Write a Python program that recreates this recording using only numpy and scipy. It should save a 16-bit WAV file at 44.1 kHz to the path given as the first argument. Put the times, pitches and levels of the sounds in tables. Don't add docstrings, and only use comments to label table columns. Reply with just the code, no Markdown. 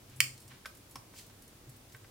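import sys
import numpy as np
from scipy import signal
from scipy.fft import rfft, irfft
from scipy.io import wavfile

SR = 44100
rng = np.random.default_rng(int(sys.argv[2]) if len(sys.argv) > 2 else 0)


def unload_audio(sound):
    columns = np.transpose(np.atleast_2d(sound))
    steps = np.round(np.clip(columns, -1, 1) * 32767)
    wavfile.write(sys.argv[1], SR, steps.astype(np.int16))


def gain_from_decibels(decibels):
    exponent = np.asarray(decibels, float) / 20
    return 10 ** exponent


N = 92610
EDGES = np.geomspace(20, 20890, 29)


def rms_one(x):
    return x / np.sqrt(np.mean(x ** 2) + 1e-20)


def at_hz(points, hz):
    point_hz, value = np.transpose(points)
    return np.interp(np.log(hz), np.log(point_hz), value)


def band(x, low_hz, high_hz):
    sos = signal.butter(2, [low_hz, min(high_hz, SR / 2.1)], "band", fs=SR, output="sos")
    return signal.sosfilt(sos, x)


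def coloured(white, spectrum):
    bands = []
    for k, (low, high) in enumerate(zip(EDGES, EDGES[1:])):
        bands.append(gain_from_decibels(at_hz(spectrum, np.sqrt(low * high))) * band(white[k % 2], low, high))
    return bands


def impulses(times_s, sizes):
    out = np.full(N, 1e-18)
    np.add.at(out, (np.asarray(times_s) * SR).astype(int), sizes)
    return out


def ring(times_s, sizes, hz, t60):
    radius = gain_from_decibels(-60 / (max(t60, .002) * SR))
    angle = 2 * np.pi * hz / SR
    return signal.lfilter([.5, 0, -.5], [1, -2 * radius * np.cos(angle), radius ** 2],
                          impulses(times_s, sizes))


def dying_away(times_s, sizes, t60):
    return signal.lfilter([1], [1, -gain_from_decibels(-60 / (t60 * SR))], impulses(times_s, sizes))


def burst(start_s, level_db, hz, t60):
    t = np.arange(N) / SR
    half_width = 2 ** 0.77
    grit = rms_one(band(rng.standard_normal(N), hz / half_width, hz * half_width))
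    return gain_from_decibels(level_db - 60 * np.maximum(t - start_s, 0) / t60) * (t >= start_s) * grit


# time_s, upper_rms_db, lower_rms_db
HUM_SWELLS = [(0.0, -80, -72), (0.1, -62, -59.5), (0.12, -62.5, -69), (0.22, -46.5, -53.5),
              (0.3, -54.5, -78), (0.33, -55.5, -58), (0.43, -72, -65), (0.47, -64, -58), (0.54, -56, -82),
              (0.61, -82, -99), (0.98, -67, -66), (1.02, -72.5, -77), (1.12, -89, -65.5),
              (1.41, -80, -63.5), (1.44, -77, -91), (1.58, -82, -80), (1.61, -105, -80), (1.69, -47, -70),
              (1.77, -79, -61), (1.88, -66, -71), (1.92, -75.5, -83), (1.95, -54, -64), (2.04, -75, -61),
              (2.1, -61, -67)]
HUM_PITCHES = [128, 102]


def hum():
    wander_width_hz, wander_rms_rad = 2.44, 1.23
    time_s, *levels_db = np.transpose(HUM_SWELLS)
    t = np.arange(N) / SR
    pole = np.exp(-np.pi * wander_width_hz / SR)
    out = 0
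    for hz, level_db in zip(HUM_PITCHES, levels_db):
        wander = signal.lfilter([1], [1, -2 * pole, pole * pole], rng.standard_normal(2 * N))[N:]
        tone = np.sin(2 * np.pi * hz * t + wander_rms_rad * rms_one(wander))
        out = out + np.sqrt(2) * gain_from_decibels(np.interp(t, time_s, level_db)) * tone
    return out


# frequency_hz, relative_density_db (dB per Hz)
AIR_SPECTRUM = [(18, -37), (30, -7), (109, -4), (162, -9), (254, -8.5), (331, -9.5), (408, -12.5),
                (855, -18), (1030, -18), (1370, -20.5), (5420, -23.5), (12600, -26), (15200, -28),
                (18000, -26.5)]
# frequency_hz, correlation (1 = alike)
AIR_LIKENESS = [(60, 0.98), (180, 0.96), (550, 0.46), (1650, 0.086), (4970, 0.07), (15000, 0.068)]


def air():
    bands = coloured(rng.standard_normal((2, 2, N + SR // 2)), AIR_SPECTRUM)
    alike = np.clip(at_hz(AIR_LIKENESS, np.sqrt(EDGES[1:] * EDGES[:-1])), -1, 1)
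    out = 0
    for likeness, (mid, side) in zip(alike, bands):
        common = np.sqrt(1 + likeness) * mid[-N:]
        opposed = np.sqrt(1 - likeness) * side[-N:] * [[1], [-1]]
        out = out + common + opposed
    return gain_from_decibels(-57) * rms_one(out)


# start_s, rise_s, fall_t60_s, level_db, centre_hz
RUB_SLIDES = [(.06, 0.075, 0.33, -63, 2140), (0.487, 0.027, 0.34, -57, 2000),
              (1.128, 0.066, 0.22, -52.5, 4100), (1.13, 0.057, 0.25, -54, 10500)]


def rubs():
    slips_per_s, slip_spread_db, half_width_octaves = 8000, 2, 1
    t, out = np.arange(N) / SR, 0
    for start_s, rise_s, t60, level_db, hz in RUB_SLIDES:
        happens = rng.random((2, N)) < slips_per_s / SR
        direction = rng.choice([-1, 1], (2, N))
        sizes = gain_from_decibels(slip_spread_db * np.minimum(rng.exponential(1, (2, N)), 4))
        slips = happens * direction * sizes
        shared = slips + 0.28 * slips[::-1]
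        noise = band(shared, hz / 2 ** half_width_octaves, hz * 2 ** half_width_octaves)
        rise = np.clip((t - start_s) / rise_s, 0, 1)
        fall = gain_from_decibels(-60 * np.maximum(t - start_s - rise_s, 0) / t60)
        out = out + gain_from_decibels(level_db) * rise * fall * rms_one(noise)
    return out


# frequency_hz, t60_s
ROOM_DECAY = [(500, 0.54), (1500, 0.23), (3000, 0.26), (8000, 0.34), (15000, 0.26)]


def room(x):
    level_db, tail_rise_s = -7, 0.0025
    t, tail = np.arange(SR // 2) / SR, 0
    white = rng.standard_normal((2, 2, len(t)))
    for k, (low, high) in enumerate(zip(EDGES[9::2], EDGES[11::2])):
        decay = gain_from_decibels(-60 * t / at_hz(ROOM_DECAY, np.sqrt(low * high)))
        tail = tail + band(white[k % 2], low, high) * decay
    tail = tail * np.clip(t / tail_rise_s, 0, 1) ** 2
    tail = tail / np.sqrt(np.sum(tail ** 2) / 2)
    return gain_from_decibels(level_db) * signal.fftconvolve(x[None], tail, axes=1)[:, :N]


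# start_s, level_db, centre_hz
CASE_CLICKS = [(.0972, -58.5, 7800), (.3775, -52.5, 5840), (.4200, -59, 5900), (.4788, -51.5, 7840),
               (.7502, -55, 9000), (.7706, -54, 9900), (.8964, -59, 10000), (1.2655, -56, 10060),
               (1.4785, -55.5, 7600), (1.5638, -60, 13700), (1.7639, -56.5, 10400), (1.8961, -62, 5500),
               (1.9220, -56, 4750), (1.9650, -57.5, 13000)]


def clicks():
    return sum(burst(start_s, level_db, hz, t60=0.05) for start_s, level_db, hz in CASE_CLICKS)


# start_s, level_db (added to the plate and grit levels)
TICK_BEATS = [(0.161, -61.5), (.4020, -61), (.6570, -57.5), (.9103, -61.5), (1.4207, -61.5),
              (1.6932, -61.5), (1.9285, -65)]
# pitch_hz, relative_level_db, t60_s
PLATE_MODES = [(4360, -15, .3), (5350, -12.5, .12), (7000, -4.5, .04), (7760, -2.5, 0.05),
               (8880, -10.5, .3), (9620, -5.5, .08), (10400, -6, 0.054), (10930, -5, .1),
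               (11080, -6.5, 0.11), (11800, -13, 0.21), (12500, -8, .06), (13100, -11, .06)]


def ticks():
    rattle_s, fade_db, spread_db = 0.022, 8.5, 3
    start_s, beat_db = np.transpose(TICK_BEATS)
    order = np.linspace(0, 1, 4)
    times_s = start_s[:, None] + rattle_s * rng.random((len(start_s), 4)) * order
    chance_db = rng.normal(0, spread_db, (len(start_s), 4, len(PLATE_MODES)))
    out = np.zeros(N)
    for k, (hz, mode_db, t60) in enumerate(PLATE_MODES):
        contact_db = beat_db[:, None] + mode_db - fade_db * order + chance_db[..., k]
        out += ring(times_s, gain_from_decibels(contact_db) * (-1) ** k, hz, t60)
    for at_s, level_db in TICK_BEATS:
        out += burst(at_s, level_db + 4, hz=9600, t60=.09)
    return out


# start_s, level_db (added to the mode levels)
SNAP_CONTACTS = [(.2035, -16), (.2038, -12.5), (.2042, -17), (.2046, -17), (0.2078, -28)]
# pitch_hz, relative_level_db, t60_s
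OPEN_CASE_MODES = [(1070, -30.5, 0.033), (1490, -28, .02), (1824, -26, 0.084), (2208, 0, 0.012),
                   (2934, -7.5, 0.0095), (3030, -11, 0.029), (3215, -12.5, 0.031), (3550, -16.5, 0.014),
                   (4446, -8, 0.012), (4840, -13, 0.02), (4990, -16, 0.03), (5460, -13.5, 0.028),
                   (6800, -19, 0.041), (7220, -16.5, 0.02), (7850, -16, .02), (8230, -11, .015),
                   (8560, -8, 0.071), (9450, -20, .015), (10100, -25, 0.011), (11260, -35, 0.02),
                   (11680, -40, 0.024), (12830, -15.5, 0.012), (12900, -19, 0.006), (15800, -25, 0.0107),
                   (14700, -23, .012)]
# frequency_hz, relative_density_db (dB per Hz)
SNAP_GRIT_SPECTRUM = [(530, -51), (900, -27.5), (2320, 7), (3770, -10), (5000, 7.5), (6130, -14.5),
                      (7200, 5.5), (11700, -6), (13200, -2.5), (16400, -4.5)]


def snap():
    grit_db, grit_t60_s = -23, 0.018
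    hollow_hz, hollow_q = 3850, 5.0
    right_lag_s, in_step_above_hz, left_over_right_db = -0.000031, 12500, -4
    start_s, contact_db = np.transpose(SNAP_CONTACTS)
    x = np.zeros(N)
    for k, (hz, mode_db, t60) in enumerate(OPEN_CASE_MODES):
        x += ring(start_s, gain_from_decibels(contact_db + mode_db) * (-1) ** k, hz, t60)
    envelope = dying_away(start_s, gain_from_decibels(contact_db - contact_db.max()), grit_t60_s)
    grit = rms_one(sum(coloured(rng.standard_normal((2, N)), SNAP_GRIT_SPECTRUM)))
    x = x + gain_from_decibels(grit_db) * envelope * grit
    left = signal.lfilter(*signal.iirnotch(hollow_hz, hollow_q, SR), x)
    hz = np.arange(N // 2 + 1) * SR / N
    lag_s = right_lag_s / (1 + (hz / in_step_above_hz) ** 10)
    right = irfft(rfft(left) * np.exp(-2j * np.pi * hz * lag_s), N)
    return np.array([left, right]) * gain_from_decibels([[left_over_right_db / 2], [-left_over_right_db / 2]])


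# start_s, level_db (added to the mode levels), centre_hz,
# width_octaves (distance from the centre at which a mode is 10 dB weaker), left_over_right_db
CASE_KNOCKS = [(.5160, -58, 2000, 1.3, -5), (.5444, -65, 3000, 1.4, -4), (.6490, -53, 1800, 0.67, -6),
               (.6565, -39.5, 1960, 1.48, 2), (.9563, -45, 2500, 6.5, 0), (1.1375, -57, 1000, 1.7, 1),
               (1.1860, -51.5, 7000, .7, -5), (1.2983, -60, 2190, 1.56, -7), (1.947, -49.5, 2040, 1.03, 0),
               (2.0440, -58.5, 1700, 1.6, -1)]
# pitch_hz, relative_level_db, t60_s
HELD_CASE_MODES = [(325, 7, 0.018), (554, 4.5, 0.018), (780, 2, 0.026), (1077, 1.5, 0.027),
                   (1300, -1, 0.022), (1545, 2, 0.028), (1850, -1, 0.019), (1960, -2.5, 0.016),
                   (2315, -0.5, 0.013), (3310, 1.5, 0.0046), (4550, 1, 0.003), (5320, 4.5, 0.019),
                   (7000, 0, 0.0022), (8300, 0, 0.018), (9600, -2.5, 0.0045), (12700, -6, 0.0037),
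                   (15370, -12, 0.0054)]


def knocks():
    contacts_s, spread_db = .004, 2
    crack_db, crack_t60_s, crack_width = 5.5, 0.046, 1.2
    start_s, knock_db, centre_hz, octaves, pan_db = np.transpose(CASE_KNOCKS)
    times_s = start_s[:, None] + contacts_s * rng.random((len(start_s), 3)) * [0, .5, 1]
    chance_db = rng.normal(0, spread_db, (len(start_s), 3, len(HELD_CASE_MODES)))
    grit = rng.standard_normal((2, N))
    out = np.zeros((2, N))
    for k, (hz, mode_db, t60) in enumerate(HELD_CASE_MODES):
        sizes = gain_from_decibels(knock_db + mode_db - 10 * (np.log2(hz / centre_hz) / octaves) ** 2)
        contact_gain = gain_from_decibels(chance_db[..., k] + [-5, -1, -4])
        for side in (0, 1):
            heard = sizes * gain_from_decibels(pan_db * (.5 - side))
            out[side] += ring(times_s, heard[:, None] * contact_gain * (-1) ** k, hz, t60)
            crack = dying_away(start_s, heard, crack_t60_s) * grit[k % 2]
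            out[side] += gain_from_decibels(crack_db) * band(crack, hz / crack_width, hz * crack_width)
    return out


def scene():
    watch = snap() + knocks() + ticks() + clicks() + rubs()
    return watch + room(watch.mean(axis=0)) + hum() + air()


def band_limit(x):
    return signal.sosfilt(signal.butter(12, 15850, fs=SR, output="sos"), x)


def record(dry):
    return band_limit(dry)


dry = scene()
out = record(dry)
unload_audio(out)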